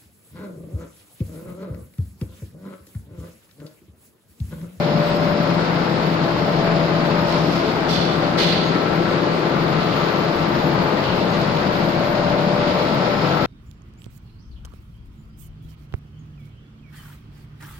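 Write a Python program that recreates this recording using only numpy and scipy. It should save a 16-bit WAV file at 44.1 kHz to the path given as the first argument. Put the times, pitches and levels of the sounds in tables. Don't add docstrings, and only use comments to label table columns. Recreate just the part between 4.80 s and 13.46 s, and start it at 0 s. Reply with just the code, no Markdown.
import sys
import numpy as np
from scipy import signal
from scipy.fft import rfft, irfft, next_fast_len
from scipy.io import wavfile

SR = 44100
rng = np.random.default_rng(int(sys.argv[2]) if len(sys.argv) > 2 else 0)


def dump(signal):
    limited = np.clip(np.atleast_2d(signal).T, -1, 1)
    pcm = np.round(limited * 32767).astype(np.int16)
    wavfile.write(sys.argv[1], SR, pcm)


N = 381906
TIME_S = np.arange(N) / SR
FFT_SIZE = next_fast_len(N + SR)
BIN_HZ = np.maximum(np.arange(FFT_SIZE // 2 + 1) * SR / FFT_SIZE, 1)

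# [t/s, level/dB]
HUM_LEVEL = [(0.0, -25.5), (3.4, -27.3), (5.0, -29), (5.5, -32), (6.0, -30.5), (6.8, -46), (7.5, -34),
             (8.2, -36), (8.7, -52)]
# [t/s, level/dB]
LOW_WHINE_LEVEL = [(0.0, -24), (0.35, -23.5), (0.7, -27), (1.1, -44), (1.45, -30), (2.25, -27),
                   (2.65, -30.5), (3.05, -46), (3.3, -33), (3.65, -31.5), (4.1, -44), (4.45, -31),
                   (5.0, -39), (6.0, -35), (6.45, -29.5), (6.8, -30.5), (7.7, -23), (8.2, -27), (8.7, -40)]
MID_WHINE_LEVEL = [(0.0, -43), (1.0, -41), (1.8, -32.5), (2.2, -35), (2.45, -44), (2.85, -35.5),
                   (3.15, -46), (3.6, -50), (4.2, -42), (4.7, -48), (5.8, -43), (8.7, -43)]
UPPER_WHINE_LEVEL = [(0.0, -41), (1.2, -38), (1.7, -41), (2.6, -30.5), (3.2, -37), (3.8, -50), (5.3, -46),
                     (6.0, -30.5), (6.9, -43), (7.5, -38), (8.7, -36)]
HIGH_WHINE_LEVEL = [(0.0, -41), (1.1, -34.5), (2.4, -47), (3.4, -37), (4.2, -30.5), (4.7, -39), (5.1, -32),
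                    (5.6, -35), (6.2, -44), (6.9, -36), (7.5, -39), (8.5, -30)]
HUM_HZ, LOW_WHINE_HZ, MID_WHINE_HZ, UPPER_WHINE_HZ, HIGH_WHINE_HZ = 165.7, 586.7, 664.5, 929.6, 1327.6
# [f/Hz, scatter/1, mid-walk level/dB, gain over walk/dB, gain beside upright/dB]
MOTOR_TONES = [(146.2, 0.8, -36, -4, -2)]

NOISE_LEVELS = {"floor": (-35, 2.7, -1.3), "frame": (-24, -0.45, -2.8), "rollers": (-29.5, 0.73, 4.55),
                "bearings": (-26, 2, -1.2), "film": (-34.5, 0.46, 0)}
# [f/Hz, level/dB per Hz]
ROLLING_SPECTRUM = [(22, -14), (34, -31), (48, -23.5), (68, -15.5), (85, -13), (112, -11), (145, -2.5),
                    (180, 0), (250, -6.5), (295, -2.5), (375, -5.5), (440, -4.5), (640, -7), (900, -10)]
# [f/Hz, level/dB per Hz]
SLIDING_SPECTRUM = [(800, 1.5), (1250, -2.5), (1520, -3), (1730, -6), (2000, -5), (2400, -9), (3200, -10.5),
                    (4300, -10.5), (4950, -16), (5550, -25.5), (6950, -26.5), (7600, -40), (13000, -42.5),
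                    (15000, -56)]
# [f/Hz, width/Hz, lift over the noise/dB]
FRAME_MODES = [(288, 5.6, -2), (422, 110, 1.5), (553, 13, 0.5), (706, 17, 0.5), (1048, 44, 3.5),
               (1450, 150, 2)]
# [t/s, level/dB]
CHATTER_LEVEL = [(0.0, -25.5), (1.3, -24.5), (2.2, -24.5), (2.7, -24), (3.6, -25), (4.7, -24.5), (5.1, -24),
                 (7.5, -24.5), (8.7, -23.0)]
CHATTER_SWAY_DB, FILM_FLUTTER_DB = 0.85, 0.6
FILM_FOLLOWS = 0.96
PASS_S, PASS_HALF_S = 4.3, 1.7

SWELLING_TONES = { 339.5: [(2.3, 2.8, -33.5), (4.4, .65, -30), (5.7, .6, -34), (7.2, .25, -32.5)],
                  436: [(1.7, .5, -38), (2.9, .22, -33), (5.0, .4, -39)], 497.1: [(1.1, .7, -38),
                  (4.3, .6, -39), (6.1, .35, -35.5), (8.3, .7, -33.5)], 531: [(7.05, .22, -35)],
                  623.2: [(.7, .6, -39.5), (4.2, .6, -37), (5.9, .4, -40), (7.15, .25, -37),
                  (8.1, .5, -37)], 796.4: [(1.7, .8, -43), (3.5, .9, -41)], 857: [(2.5, .3, -43),
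                  (6.05, .35, -35), (8.0, .6, -42.5)], 1173.9: [(1.2, 1.1, -44), (3.4, .3, -41.5),
                  (5.3, 1.1, -37.5), (7.9, .8, -40.5)], 1246.2: [(2.6, .9, -40.5), (5.0, .35, -41),
                  (6.1, .35, -40.5)], 1308.5: [(2.3, .8, -43), (6.9, .35, -40), (8.2, .5, -41)],
                  4855.4: [(1.9, .6, -56.5), (7.1, .7, -55.5)], 4974: [(1.9, .3, -54.5), (2.7, .25, -57),
                  (7.9, .7, -58.5)], 5095.4: [(.4, .8, -52), (2.55, .3, -52.5), (7.7, .4, -54.5),
                  (8.4, .25, -52)], 5214: [(1.0, .5, -57.5), (1.9, .22, -53.5), (4.4, .2, -57),
                  (5.3, .25, -55.5), (6.7, .22, -54.5), (8.2, .4, -56)], 5334: [(1.62, .2, -53.5),
                  (2.6, .28, -55), (5.7, .18, -54.5), (6.3, .15, -58), (8.2, .3, -56)]}
RESTING_DB = -12
SWELL_SCATTER = 0.22
# [f/Hz, level/dB]
GEAR_TONES = [(70.1, -51), (359, -42), (1194.8, -51), (2344.2, -56)]
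# [f/Hz, level/dB]
DRIVE_TONES = [(7952, -79.5), (8048, -79)]
# [t/s, level/dB]
WHISTLE_LEVEL = [(0.0, -60), (4.9, -63.5), (5.8, -57), (6.2, -62), (7.3, -59), (7.5, -65), (8.7, -58)]
WHISTLE_HZ, WHISTLE_SCATTER, WHISTLE_DRIFT_DB = 13243, 0.55, 1.2

# [t/s, attack/s, length/s, level/dB, body re edge/dB, lowest body f/Hz,
#  outlet ring/1, hardness/0-1, sputter/dB]
HISSES = [(3.079, 0.016, 0.042, -35, 1, 3600, 0.81, 0, -0.5),
          (3.144, 0.015, 0.042, -45.5, 12.5, 3200, 0.85, 0.1, 2.5),
          (3.568, 0.022, 0.046, -31.5, 5.5, 1400, 0.84, 1, 0.5),
          (3.635, .01, 0.094, -46.5, 11, 3200, 1, 1, 3.5), (4.9, .1, 0.29, -56, 13, 2000, 0, 0, 0),
          (6.222, 0.02, 0.042, -50.5, 15, 2000, 0.03, 1, 1)]
# [f/Hz, level/dB per Hz]
HISS_EDGE_SPECTRUM = [(2000, -24), (3400, -2), (4600, 3), (5150, -3), (5600, -2), (6500, -8), (8200, -16.5),
                      (12000, -21), (14000, -17), (15200, -40)]
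# [f/Hz, level/dB per Hz]
HISS_BODY_SPECTRUM = [(900, -22), (1500, -8), (2500, 2), (2900, 4), (3600, 1.5), (4300, 0.5), (4800, -7),
                      (5500, -23), (7500, -44)]
# [f/Hz, width/Hz, lift in light jet/dB, lift in hard jet/dB]
OUTLET_MODES = [(1550, 130, 0, 8), (2020, 110, 4, 11), (3465, 80, 12, 6), (4110, 130, -2, 7),
                (4250, 100, 8.5, 2), (4510, 140, 1, 7), (4830, 90, 8, 3), (5470, 60, 7, 0),
                (5620, 70, 10.5, 1)]
HISS_FLUTTER_DB, HISS_FLUTTER_HZ = 1.6, 70

# [t/s, level/dB]
CLACKS = [(3.575, -21.5), (3.715, -30)]
# [f/Hz, level/dB per Hz]
CLACK_SPECTRUM = [(900, -23), (1500, -1), (2050, 0.5), (2400, -6.5), (3400, -2.5), (4200, 1), (5200, -11),
                  (8000, -34)]
# [f/Hz, width/Hz, lift/dB]
CLACK_MODES = [(1480, 220, 3.5), (2040, 70, 7), (4250, 200, 2)]
CLACK_ATTACK_S, CLACK_DECAY_S, CLACK_RATTLE_DB = 0.01, 0.054, 2.4

# [t/s, half length/s, level/dB]
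RUSTLES = [(2.51, .055, -41.5), (2.62, .075, -41.5), (2.745, .035, -39.5), (2.85, .09, -49)]
# [f/Hz, level/dB per Hz]
RUSTLE_SPECTRUM = [(1800, -7), (3500, 6), (5000, 3), (6400, -6), (8200, -16), (10500, -18), (12500, -15),
                   (14000, -15), (15200, -36)]
CREASES_PER_S, CREASE_SPREAD_DB, RUSTLE_ROOM_DB = 600, 3.2, -3

# [t/s, level/dB]
CHIRPS = [(3.88, -52), (5.21, -52), (5.84, -59), (6.53, -55)]
CHIRP_HZ = 6600

# [f/Hz, T60/s]
ROOM_T60 = [(1000, 0.77), (4000, 1.0), (8000, 0.65), (14000, 0.45)]
# [f/Hz, likeness/1]
LIKENESS = [(60, 0.95), (200, 1), (380, 0.67), (690, 0.53), (1280, -0.13), (2400, -0.033), (14000, -0.22)]
# [f/Hz, left re right/dB]
PORT_DIFFERENCE = [(60, 5), (330, 6), (550, 6), (800, 5), (1200, 7), (1800, 5.5), (2800, 1), (4100, -6),
                   (4950, -11.5), (5600, -10.5), (6600, 0), (9000, 0)]
LEFT_PORT_LAG_S = 0.00017
PEAK_TOP = 0.56
CUTOFF_HZ = 15200


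def from_db(db):
    return 10 ** (np.asarray(db) / 20)


def rms_one(x):
    return x / np.sqrt(np.mean(x ** 2) + 1e-20)


def in_time(rows):
    return np.interp(TIME_S, *np.transpose(rows))


def over_hz(points):
    hz, value = np.transpose(points)
    return np.interp(np.log(BIN_HZ), np.log(hz), value)


def hump(centre_s, half_s):
    return np.exp(-((TIME_S - centre_s) / half_s) ** 2)


def panned(left_re_right_db):
    return from_db(np.array([[1], [-1]]) * left_re_right_db / 2)


def drift(rate_hz):
    step = 40
    pole = np.exp(-2 * np.pi * rate_hz * step / SR)
    noise = rng.standard_normal(N // step + 2002)
    slow = signal.lfilter([1], [1, -2 * pole, pole * pole], noise)[2000:]
    return np.interp(np.arange(N) / step, np.arange(len(slow)), rms_one(slow))


def band(low_hz, high_hz, order=12):
    return 1 / np.sqrt((1 + (low_hz / BIN_HZ) ** order) * (1 + (BIN_HZ / high_hz) ** order))


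def resonance(hz, width_hz):
    return 1 / (1 + 1j * (BIN_HZ ** 2 - hz ** 2) / (BIN_HZ * width_hz))


def peaks_db(modes):
    return sum(db * abs(resonance(hz, width_hz)) ** 2 for hz, width_hz, db in modes)


def diffuse(colour, force=1):
    mid, side = rfft(rng.standard_normal((2, N)) * force, FFT_SIZE)
    alike = np.clip(over_hz(LIKENESS), -1, 1)
    both = np.sqrt(1 + alike) * mid + np.sqrt(1 - alike) * side * [[1], [-1]]
    return rms_one(irfft(both * colour, FFT_SIZE)[:, :N])


def tone(hz, scatter, rate_hz):
    shared = drift(rate_hz) + 1j * drift(rate_hz)
    own = np.array([drift(rate_hz) + 1j * drift(rate_hz) for _ in range(2)])
    alike = np.clip(np.interp(hz, BIN_HZ, over_hz(LIKENESS)), 0, 1)
    field = 1 + scatter * (np.sqrt(alike) * shared + np.sqrt(1 - alike) * own)
    carrier = np.exp(2j * np.pi * (hz * TIME_S + rng.random()))
    return rms_one(np.real(field * carrier))


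def along_walk(mid_db, gained_db, beside_db):
    progress = TIME_S / TIME_S[-1] - 0.5
    closeness = 1 / (1 + ((TIME_S - PASS_S) / PASS_HALF_S) ** 2)
    return from_db(mid_db + gained_db * progress + beside_db * closeness)


def motors():
    hum = from_db(in_time(HUM_LEVEL) - 0.44) * tone(HUM_HZ, scatter=0.04, rate_hz=1.5)
    low = from_db(in_time(LOW_WHINE_LEVEL) - 1.5) * tone(LOW_WHINE_HZ, scatter=0.084, rate_hz=5.4)
    mid = from_db(in_time(MID_WHINE_LEVEL) + 2.5) * tone(MID_WHINE_HZ, scatter=0.5, rate_hz=5.4)
    upper = from_db(in_time(UPPER_WHINE_LEVEL) - 3.5) * tone(UPPER_WHINE_HZ, scatter=0.39, rate_hz=3.9)
    high = from_db(in_time(HIGH_WHINE_LEVEL) - 3.0) * tone(HIGH_WHINE_HZ, scatter=0.12, rate_hz=2.5)
    whine = panned(-4.0) * low + panned(-6.0) * mid + panned(0.5) * (upper + high)
    second = sum(along_walk(*levels) * tone(hz, scatter, rate_hz=2.25)
                 for hz, scatter, *levels in MOTOR_TONES)
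    return hum + whine + from_db(0.2) * second


def rollers():
    gain = {part: along_walk(*levels) for part, levels in NOISE_LEVELS.items()}
    chatter_db = in_time(CHATTER_LEVEL)
    film_gain = gain["film"] * from_db(FILM_FOLLOWS * (chatter_db - chatter_db.mean()))

    modes_db = peaks_db(FRAME_MODES)
    rolling = from_db(over_hz(ROLLING_SPECTRUM) + modes_db)
    sliding = from_db(over_hz(SLIDING_SPECTRUM) + modes_db)

    floor = gain["floor"] * diffuse(rolling * band(11, 126.6), from_db(0.94 * drift(3)))
    frame = gain["frame"] * diffuse(rolling * band(102.0, 284), from_db(0.39 * drift(0.85)))
    roll = gain["rollers"] * diffuse(rolling * band(244, 476), from_db(0.42 * drift(6.9)))
    bearings = gain["bearings"] * diffuse(rolling * band(518, 920))
    gear_force = from_db(0.79 * drift(74) + CHATTER_SWAY_DB * drift(8.2))
    gears = from_db(chatter_db - 3.5) * diffuse(sliding * band(852, 2750), gear_force)
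    film_force = from_db(0.78 * drift(50) + FILM_FLUTTER_DB * drift(10.6))
    film = film_gain * diffuse(sliding * band(2420, 18000), film_force)
    return floor + frame + roll + bearings + gears + film


def swelling_notes():
    out = 0
    for hz, swells in SWELLING_TONES.items():
        level = np.max([from_db(db) * hump(s, half_s) for s, half_s, db in swells], axis=0)
        resting = from_db(RESTING_DB) * level.max()
        out = out + np.hypot(level, resting) * tone(hz, SWELL_SCATTER, rate_hz=4.3)
    return from_db(1.0) * out


def whines():
    gears = sum(from_db(db) * tone(hz, scatter=0.42, rate_hz=0.81) for hz, db in GEAR_TONES)
    drive = sum(from_db(db) * tone(hz, scatter=1.5, rate_hz=2.9) for hz, db in DRIVE_TONES)
    whistle_db = in_time(WHISTLE_LEVEL) + WHISTLE_DRIFT_DB * drift(5.3)
    whistle = from_db(whistle_db) * tone(WHISTLE_HZ, WHISTLE_SCATTER, rate_hz=23)
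    return from_db(2.0) * gears + from_db(11.5) * drive + from_db(2.0) * whistle


def hisses(release_s=0.023, room_db=0.0, sputter_hz=45):
    light_db = peaks_db([(hz, width_hz, db) for hz, width_hz, db, _ in OUTLET_MODES])
    hard_db = peaks_db([(hz, width_hz, db) for hz, width_hz, _, db in OUTLET_MODES])
    out = 0
    for s, attack_s, length_s, db, body_db, low_hz, ring, hardness, sputter_db in HISSES:
        rise = np.clip((TIME_S - s) / attack_s, 0, 1)
        fall = np.exp(-np.maximum(TIME_S - s - length_s, 0) / release_s)
        outlet_db = ring * (light_db + np.clip(hardness, 0, 1) * (hard_db - light_db))
        edge = rms_one(from_db(over_hz(HISS_EDGE_SPECTRUM) + outlet_db))
        body_band = band(low_hz, CUTOFF_HZ, order=6)
        body = rms_one(from_db(over_hz(HISS_BODY_SPECTRUM) + outlet_db) * body_band)
        body_gain = from_db(body_db)
        noise = np.hypot(1, body_gain) * diffuse(np.hypot(edge, body_gain * body))
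        out = out + from_db(db + sputter_db * drift(sputter_hz)) * rise * fall * noise
    flutter = from_db(2.5 + HISS_FLUTTER_DB * drift(HISS_FLUTTER_HZ))
    return flutter * (out + from_db(room_db) * workshop(out))


def clack(room_db=-6.0):
    blows = 0
    for s, db in CLACKS:
        attack = np.clip((TIME_S - s) / CLACK_ATTACK_S, 0, 1)
        decay = np.exp(-np.maximum(TIME_S - s, 0) / CLACK_DECAY_S)
        blows = blows + from_db(db) * attack * decay
    ringing = diffuse(from_db(over_hz(CLACK_SPECTRUM) + peaks_db(CLACK_MODES)))
    out = blows * from_db(CLACK_RATTLE_DB * drift(130)) * ringing
    return out + from_db(room_db) * workshop(out)


def rustle(snap_s=0.0012, level_db=2.0):
    swell = sum(from_db(db) * hump(s, half_s) for s, half_s, db in RUSTLES)
    strength = from_db(CREASE_SPREAD_DB * np.minimum(rng.exponential(1, N), 3))
    snaps = (rng.random(N) < CREASES_PER_S / SR) * strength
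    force = signal.lfilter([1], [1, -np.exp(-1 / (snap_s * SR))], snaps + 1e-18)
    out = from_db(level_db) * swell * diffuse(from_db(over_hz(RUSTLE_SPECTRUM)), force)
    return out + from_db(RUSTLE_ROOM_DB) * workshop(out)


def chirps(half_length_s=0.05):
    level = sum(from_db(db) * hump(s, half_length_s) for s, db in CHIRPS)
    return level * tone(CHIRP_HZ, scatter=0.4, rate_hz=15)


def workshop(x):
    out = np.zeros((2, len(BIN_HZ)), complex)
    t60_s = np.maximum(over_hz(ROOM_T60), 0.05)
    for k, lag_s in enumerate(rng.uniform(0.014, 0.055, 20)):
        loop = from_db(-60 * lag_s / t60_s) * np.exp(-2j * np.pi * BIN_HZ * lag_s)
        out[k % 2] += loop / (1 - loop) * (-1) ** (k // 2)
    response = out / np.sqrt(np.mean(abs(out) ** 2))
    return irfft(rfft(x, FFT_SIZE) * response, FFT_SIZE)[:, :N]


def scene():
    machine = motors() + rollers() + swelling_notes() + whines()
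    return machine + hisses() + clack() + rustle() + chirps()


def record(dry):
    delay = np.exp(-2j * np.pi * BIN_HZ * LEFT_PORT_LAG_S * np.array([[1], [0]]))
    ports = panned(over_hz(PORT_DIFFERENCE)) * delay
    coloured = irfft(rfft(dry, FFT_SIZE) * ports, FFT_SIZE)[:, :N]
    rounded = coloured / (1 + (coloured / PEAK_TOP) ** 12) ** (1 / 12)
    low_pass = signal.ellip(10, 0.1, 80, CUTOFF_HZ, fs=SR, output="sos")
    return signal.sosfilt(low_pass, rounded)


dry = scene()
out = record(dry)
dump(out)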